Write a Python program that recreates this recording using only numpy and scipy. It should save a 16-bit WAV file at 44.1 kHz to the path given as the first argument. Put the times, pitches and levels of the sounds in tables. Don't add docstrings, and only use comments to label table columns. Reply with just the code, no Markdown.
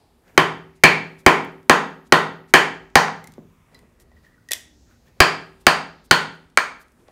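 import sys
import numpy as np
from scipy import signal
from scipy.io import wavfile
from scipy.ndimage import map_coordinates

SR = 44100
rng = np.random.default_rng(int(sys.argv[2]) if len(sys.argv) > 2 else 0)


def natural_amplitude(level_db):
    exponent = np.asarray(level_db, float) / 20
    return 10 ** exponent


def file_out(sig):
    cols = np.atleast_2d(sig).T
    lim = np.clip(cols, -1, 1)
    pcm = np.round(lim * 32767).astype(np.int16)
    wavfile.write(sys.argv[1], SR, pcm)


N = 313551

# (time [s], log level [dB], board level [dB], baton level [dB], blade level [dB])
BLOWS = [(0.377, -7.5, -3, -5.5, -14.5), (0.8365, -4, -0.5, 1, -9), (1.2632, -3, 0, -0.5, -12),
         (1.696, -4.5, 1.5, -3, -12), (2.123, -4.5, 1, -5, -12), (2.538, -6.5, 0, 2.5, -7.5),
         (2.9551, -5.5, -1.5, -3.5, -7.5), (5.2032, -8, -1, 0, -9.5), (5.667, -11, -1, -1.5, -9.5),
         (6.1108, -10.5, -5.5, -5.5, -6.5), (6.5733, -25, -13.5, -12.5, -16)]
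# (wood note [Hz], lift [dB], overtone [Hz], lift [dB], second overtone [Hz])
BLOW_NOTES = [(1110, 3, 3100, 6.5, 3500), (2287, 11.5, 4250, 7, 2500), (970, 2.1, 2500, 2, 2200),
              (1920, 4.9, 6500, 4.5, 3700), (1900, 7, 3600, 8, 11000), (2300, 1.5, 7000, 2.5, 3000),
              (800, 5, 5900, 7, 1900), (1650, 1, 4750, 9, 7700), (2150, 1.9, 4600, 7.5, 8400),
              (1450, 6, 3400, 6.5, 3050), (1400, 7, 2280, 8.5, 6500)]
PUSHES = [0.11, .12, -2.4, 0.52, 0.4, 0.19, 1.1, 2.3, 0.54, -0.43, .02]
# (frequency [Hz], level [dB], t60 [s])
LOG_MODES = [(166, -3, .03), (252, -1, 0.014), (389, 3, 0.032), (492, -0.5, 0.021)]
# (frequency [Hz], level [dB], t60 [s])
BOARD_MODES = [(615, 0.5, 0.012), (783, 0.5, 0.02), (1023, 4, 0.012), (1302, 4, .015), (1480, 6.5, 0.011)]
# (frequency [Hz], level [dB], t60 [s])
BATON_MODES = [(1639.6, 6, .015), (1889, 8.5, 0.0093), (2338, 6, 0.0085), (2684, 0, 0.014),
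               (3094, -0.5, 0.013), (3500, -5.5, 0.0082)]
# (frequency [Hz], level [dB], t60 [s])
BLADE_MODES = [(3860, 3, 0.0075), (4321, 1, 0.02), (4746, 2.5, 0.011), (5745, -5, 0.0036),
               (6500, -6, 0.018), (7200, -4, 0.006), (8340, 1, 0.0052), (11700, -3.5, 0.0022)]


def blows(crack_db=22, crack_hz=3000, push_hz=80, push_t60_s=0.024):
    knocks, crack, shove = np.zeros((3, N))
    t = np.arange(SR // 8) / SR
    no_bass = signal.butter(2, 350, "high", fs=SR, output="sos")
    click = signal.lfilter(*signal.butter(1, [400, crack_hz], "band", fs=SR), t == 0)
    for (time_s, log_db, *body_db), notes, push in zip(BLOWS, BLOW_NOTES, PUSHES):
        at = round(time_s * SR)
        modes = []
        for body, level_db in zip((BOARD_MODES, BATON_MODES, BLADE_MODES), body_db):
            modes += [(hz, level_db + db, t60_s) for hz, db, t60_s in body]
        upper = signal.sosfilt(no_bass, struck(modes, t, spread_db=1.2))
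        log = natural_amplitude(log_db) * struck(LOG_MODES, t, spread_db=2.0)
        knocks[at:][:len(t)] += noted(upper, *notes) + log
        click_db = crack_db + (body_db[1] + body_db[2]) / 2
        crack[at:][:len(t)] += natural_amplitude(click_db) * noted(click, *notes)
        shove[at] = push
    return knocks, crack, ring(shove, push_hz, push_t60_s)


def struck(modes, t, spread_db):
    hz, db, t60_s = np.transpose(modes)[:, :, None]
    sign = (-1.) ** np.arange(len(hz))[:, None]
    luck = sign * natural_amplitude(spread_db * rng.standard_normal(hz.shape))
    return (luck * natural_amplitude(db - 60 * t / t60_s) * np.sin(2 * np.pi * hz * t)).sum(axis=0)


def noted(x, note_hz, note_db, over_hz, over_db, second_hz):
    overtone_wide = .11
    x = favour(x, note_hz, 180, note_db)
    x = favour(x, over_hz, overtone_wide * over_hz, over_db)
    return favour(x, second_hz, overtone_wide * second_hz, 3.5)


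def favour(x, hz, width_hz, lift_db):
    r = np.exp(-np.pi * width_hz / SR)
    poles = [1, -2 * r * np.cos(2 * np.pi * hz / SR), r * r]
    peak = signal.lfilter((1 - r * r) / 2 * np.array([1, 0, -1]), poles, x)
    return x + (natural_amplitude(lift_db) - 1) * peak


def ring(clicks, hz, t60_s):
    r, w = natural_amplitude(-60 / (t60_s * SR)), 2 * np.pi * hz / SR
    return signal.lfilter([0, np.sin(w)], [1, -2 * r * np.cos(w), r * r], clicks + 1e-18)


# (time [s], peak level [dB], frequency [Hz], t60 [s])
REBOUNDS = [
    (.4018, -1, 1450, .01),
    (3.083, -10.5, 1230, .02),
    (6.5855, -1, 1482, 0.0308),
]


def rebounds():
    return bursts(REBOUNDS, wide=.7)


def bursts(rows, wide):
    out, t = np.zeros(N), np.arange(SR // 4) / SR
    for time_s, peak_db, hz, t60_s in rows:
        width_hz = wide * hz
        edges_hz = max(hz - width_hz / 2, hz / 4), min(hz + width_hz / 2, 16000)
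        burst = natural_amplitude(-60 * t / t60_s) * rng.standard_normal(len(t))
        burst[0] = 4.3 * np.sqrt(SR / width_hz)
        burst = signal.sosfilt(signal.butter(2, edges_hz, "band", fs=SR, output="sos"), burst)
        part = out[round(time_s * SR):][:len(t)]
        part += (natural_amplitude(peak_db) * burst / np.abs(burst).max())[:len(part)]
    return out


# (time [s], peak level [dB], frequency [Hz], t60 [s])
TEAR = [
    (4.488, -28.5, 6000, .02),
    (4.505, -40, 2030, 0.022),
    (4.5097, -16, 6600, 0.049),
    (4.5183, 1.5, 6500, 0.0058),
    (4.5340, -1.5, 8000, 0.01),
]


def tear():
    return bursts(TEAR, wide=1.4)


# (time [s], peak level [dB], frequency [Hz], t60 [s])
HALVES = [
    (4.4875, -34.5, 1890, 0.041),
    (4.5095, -22, 1900, 0.061),
    (4.519, -32, 2528, 0.23),
    (4.520, -23.5, 3500, .12),
    (4.520, -32.5, 4000, .08),
    (4.535, -35, 2080, 0.22),
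]


def halves():
    return bursts(HALVES, wide=.05)


# (time [s], peak level [dB], frequency [Hz], t60 [s])
ROCKS = [
    (3.288, -37.5, 152, .042),
    (3.381, -29, 385, 0.022),
    (3.388, -33.5, 200, 0.12),
    (3.442, -44, 150, .11),
    (4.117, -48, 703, 0.02),
    (4.512, -28.5, 508, .03),
    (4.518, -31.5, 1400, 0.026),
    (7.086, -38, 600, 0.072),
]


def rocks():
    return bursts(ROCKS, wide=.68)


# (time [s], peak level [dB], frequency [Hz])
FIBRES = [(.280, -45.5, 3010), (1.448, -34.5, 11000), (1.520, -55, 11000), (1.63, -49.5, 5260),
          (2.902, -48.5, 5000), (3.242, -31, 7470), (3.273, -27.5, 7330), (3.321, -38, 7970),
          (3.338, -37, 4490), (3.500, -57, 5000), (3.746, -38, 6500), (3.791, -39, 6500),
          (4.000, -42, 8980), (4.117, -53, 3000), (4.166, -56, 2990), (5.084, -53, 7560),
          (5.462, -54.5, 12000), (6.337, -53.5, 15400), (6.352, -51.5, 15500), (6.501, -48, 5360),
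          (6.883, -49, 6930), (6.920, -49, 9240), (7.083, -42.5, 3000)]


def fibres(t60_s=.022):
    return bursts([(*row, t60_s) for row in FIBRES], wide=1.4)


# (time [s], peak level [dB], frequency [Hz])
CREAKS = [(3.243, -43, 2060), (3.273, -45, 2150), (3.748, -46.5, 1994), (3.748, -45, 4070),
          (3.75, -49, 4900), (3.79, -56, 2020), (4.117, -57, 1930), (4.166, -53.5, 1906),
          (4.245, -51, 1894), (4.265, -48.5, 1820), (4.379, -57, 1480), (4.910, -60.5, 1480),
          (5.076, -57, 1830)]


def creaks(t60_s=.15):
    return bursts([(*row, t60_s) for row in CREAKS], wide=.055)


def strain(from_s=3.76, to_s=4.49, hz=1920, t60_s=.013, level_db=-73):
    t = np.arange(N) / SR
    rub = rng.standard_normal(N) * natural_amplitude(5.3 * drift(15)) * (t > from_s) * (t < to_s)
    note = ring(ring(rub, hz, t60_s), hz, t60_s)
    sounding = note[note ** 2 > 1e-6]
    return natural_amplitude(level_db) * note / np.sqrt(np.mean(sounding ** 2))


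def drift(rate_hz):
    knots = rng.standard_normal(400)
    return map_coordinates(knots, [np.arange(N) / SR * rate_hz], order=1, mode="wrap")


# (time of peak [s], level [dB], frequency [Hz])
SWISHES = [(.765, -65, 5420), (1.2, -57.5, 7000), (2.068, -63, 5400), (2.499, -59.5, 6000),
           (4.015, -59, 8060), (5.615, -62.5, 7900), (6.058, -61.5, 7870), (6.815, -59, 10000)]


def swishes(half_s=.016, wide=1.3):
    out, t = np.zeros(N), np.arange(N) / SR
    white = rng.standard_normal(N) * natural_amplitude(2.5 * drift(130))
    for time_s, db, hz in SWISHES:
        near = slice(round((time_s - .1) * SR), round((time_s + .1) * SR))
        edges_hz = hz * (1 - wide / 2), min(hz * (1 + wide / 2), 16000)
        hiss = signal.sosfilt(signal.butter(2, edges_hz, "band", fs=SR, output="sos"), white[near])
        puff = np.exp(-((t[near] - time_s) / half_s) ** 2)
        out[near] += natural_amplitude(db) * hiss / np.std(hiss) * puff
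    return out


# (time of peak [s], cloth level [dB], shuffle level [dB])
RUSTLE = [(.03, -94, -63), (.29, -57.5, -57), (0.354, -61, -58), (3.52, -85, -69), (3.755, -61.5, -53.5),
          (3.83, -75, -58), (4.012, -80.5, -61.5), (4.08, -78, -74), (4.174, -65, -70), (4.252, -62, -61.5),
          (4.36, -81, -74), (4.914, -64, -80), (5.073, -63, -65), (5.19, -66.5, -61), (7.002, -67, -58.5),
          (7.09, -65, -60.5)]
# (frequency [Hz], density [dB per Hz])
CLOTH = [(500, -29), (900, -11.5), (1600, -2), (1900, 1.5), (2300, -10.5), (4000, -14), (9000, -21.5),
         (15000, -22.5)]
# (low edge [Hz], high edge [Hz])
SHUFFLE_HZ = [90, 600]


def rustle(rise_db_per_s=255, fall_db_per_s=171.5):
    t, cloth_gain, dull_gain = np.arange(N) / SR, np.zeros(N), np.zeros(N)
    for time_s, cloth_db, shuffle_db in RUSTLE:
        swell = natural_amplitude(np.minimum(rise_db_per_s * (t - time_s), fall_db_per_s * (time_s - t)))
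        cloth_gain = np.maximum(cloth_gain, natural_amplitude(cloth_db) * swell)
        dull_gain = np.maximum(dull_gain, natural_amplitude(shuffle_db) * swell)
    cloth = cloth_gain * coloured(CLOTH, patchy_db=3, rate_hz=25)
    band = signal.butter(2, SHUFFLE_HZ, "band", fs=SR, output="sos")
    dull = signal.sosfilt(band, rng.standard_normal(N))
    return cloth + dull_gain * natural_amplitude(3 * drift(30)) * dull / np.std(dull)


def coloured(spectrum, patchy_db, rate_hz):
    out = np.zeros(N)
    for hz, band in bands(N):
        out += natural_amplitude(at_hz(spectrum, hz) + patchy_db * drift(rate_hz)) * band
    return out / np.std(out)


def bands(size):
    white = rng.standard_normal((2, size))
    edges_hz = np.append(20 * 2 ** np.arange(0, 10, .5), .45 * SR)
    for k, (low, high) in enumerate(zip(edges_hz, edges_hz[1:])):
        band = signal.butter(2, [low, high], "band", fs=SR, output="sos")
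        yield np.sqrt(low * high), signal.sosfilt(band, white[k % 2])


def at_hz(points, hz, column=1):
    points = np.array(points)
    return np.interp(np.log(hz), np.log(points[:, 0]), points[:, column])


# (frequency [Hz], t60 [s], level [dB])
PORCH_TAIL = [(60, 0.36, -9), (163, 0.69, -0.5), (420, 0.49, -3), (1020, 0.41, 0.5), (3000, 0.4, -5),
              (7440, 0.36, -6.5), (12000, 0.21, -6), (16500, 0.26, -5)]


def diffuse(tail_db, build_s=0.0011):
    t, tail = np.arange(SR) / SR, np.zeros(SR)
    for hz, band in bands(SR):
        tail += natural_amplitude(at_hz(PORCH_TAIL, hz, column=2) - 60 * t / at_hz(PORCH_TAIL, hz)) * band
    return natural_amplitude(tail_db) * tail * (1 - np.exp(-(t / build_s) ** 2))


# (frequency [Hz], level [dB], t60 [s])
PORCH_MODES = [(162, -53, .8), (266, -60, .9), (383, -62, .8)]
ECHO_DB = [-11.5, -11.5, -8, -11, -10.5]
ECHO_S = [.0035, .0085, .0125, .0190, .0260]


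def porch(x, swell_s=0.032, echo_cut_hz=3000):
    t, standing, echoes = np.arange(SR) / SR, np.zeros(SR), np.zeros(SR)
    for hz, db, t60_s in PORCH_MODES:
        standing += natural_amplitude(db - 60 * t / t60_s) * np.sin(2 * np.pi * hz * t)
    echoes[[round(s * SR) for s in ECHO_S]] = natural_amplitude(ECHO_DB)
    response = diffuse(tail_db=-28.5) + standing * (1 - np.exp(-(t / swell_s) ** 2))
    response += signal.lfilter(*signal.butter(1, echo_cut_hz, fs=SR), echoes)
    return signal.fftconvolve(x, response)[:N]


# (frequency [Hz], density [dB per Hz])
HUM = [(13, -36.5), (25, -6), (64, 5.5), (160, -4.5), (330, -7.5), (1300, -18.5), (3000, -26),
       (15000, -34.5)]
# (frequency [Hz], level [dB])
HUM_LINES = [(70, -79), (240, -68)]


def outdoors():
    white = rng.standard_normal(N)
    out = natural_amplitude(-58) * coloured(HUM, patchy_db=4.0, rate_hz=2.7)
    for hz, db in HUM_LINES:
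        tone = ring(white, hz, 0.26)
        out += natural_amplitude(db) * tone / np.std(tone)
    return out


def scene():
    knocks, crack, push = blows()
    ticks = rebounds() + tear() + halves() + rocks() + fibres() + creaks()
    walls = porch(natural_amplitude(-3.0) * knocks + natural_amplitude(-7.5) * ticks)
    walls += signal.fftconvolve(crack, diffuse(tail_db=-24))[:N]
    near = natural_amplitude(6.0) * knocks + natural_amplitude(-9.5) * crack + ticks + walls
    thin = signal.sosfilt(signal.butter(2, 110, "high", fs=SR, output="sos"), near)
    return (thin + push + strain() + swishes() + rustle() + outdoors())[None]


def band_limit(x):
    return signal.sosfilt(signal.butter(12, 16440, fs=SR, output="sos"), x)


def record(dry):
    cut = signal.sosfilt(signal.cheby2(18, 40, 16000, fs=SR, output="sos"), dry)
    clipped = np.clip(cut, -1, 1)
    mix = signal.lfilter(*signal.butter(1, 22, "high", fs=SR), clipped)
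    mix = signal.lfilter(*signal.butter(3, 16500, fs=SR), mix)
    return band_limit(mix)


dry = scene()
out = record(dry)
file_out(out)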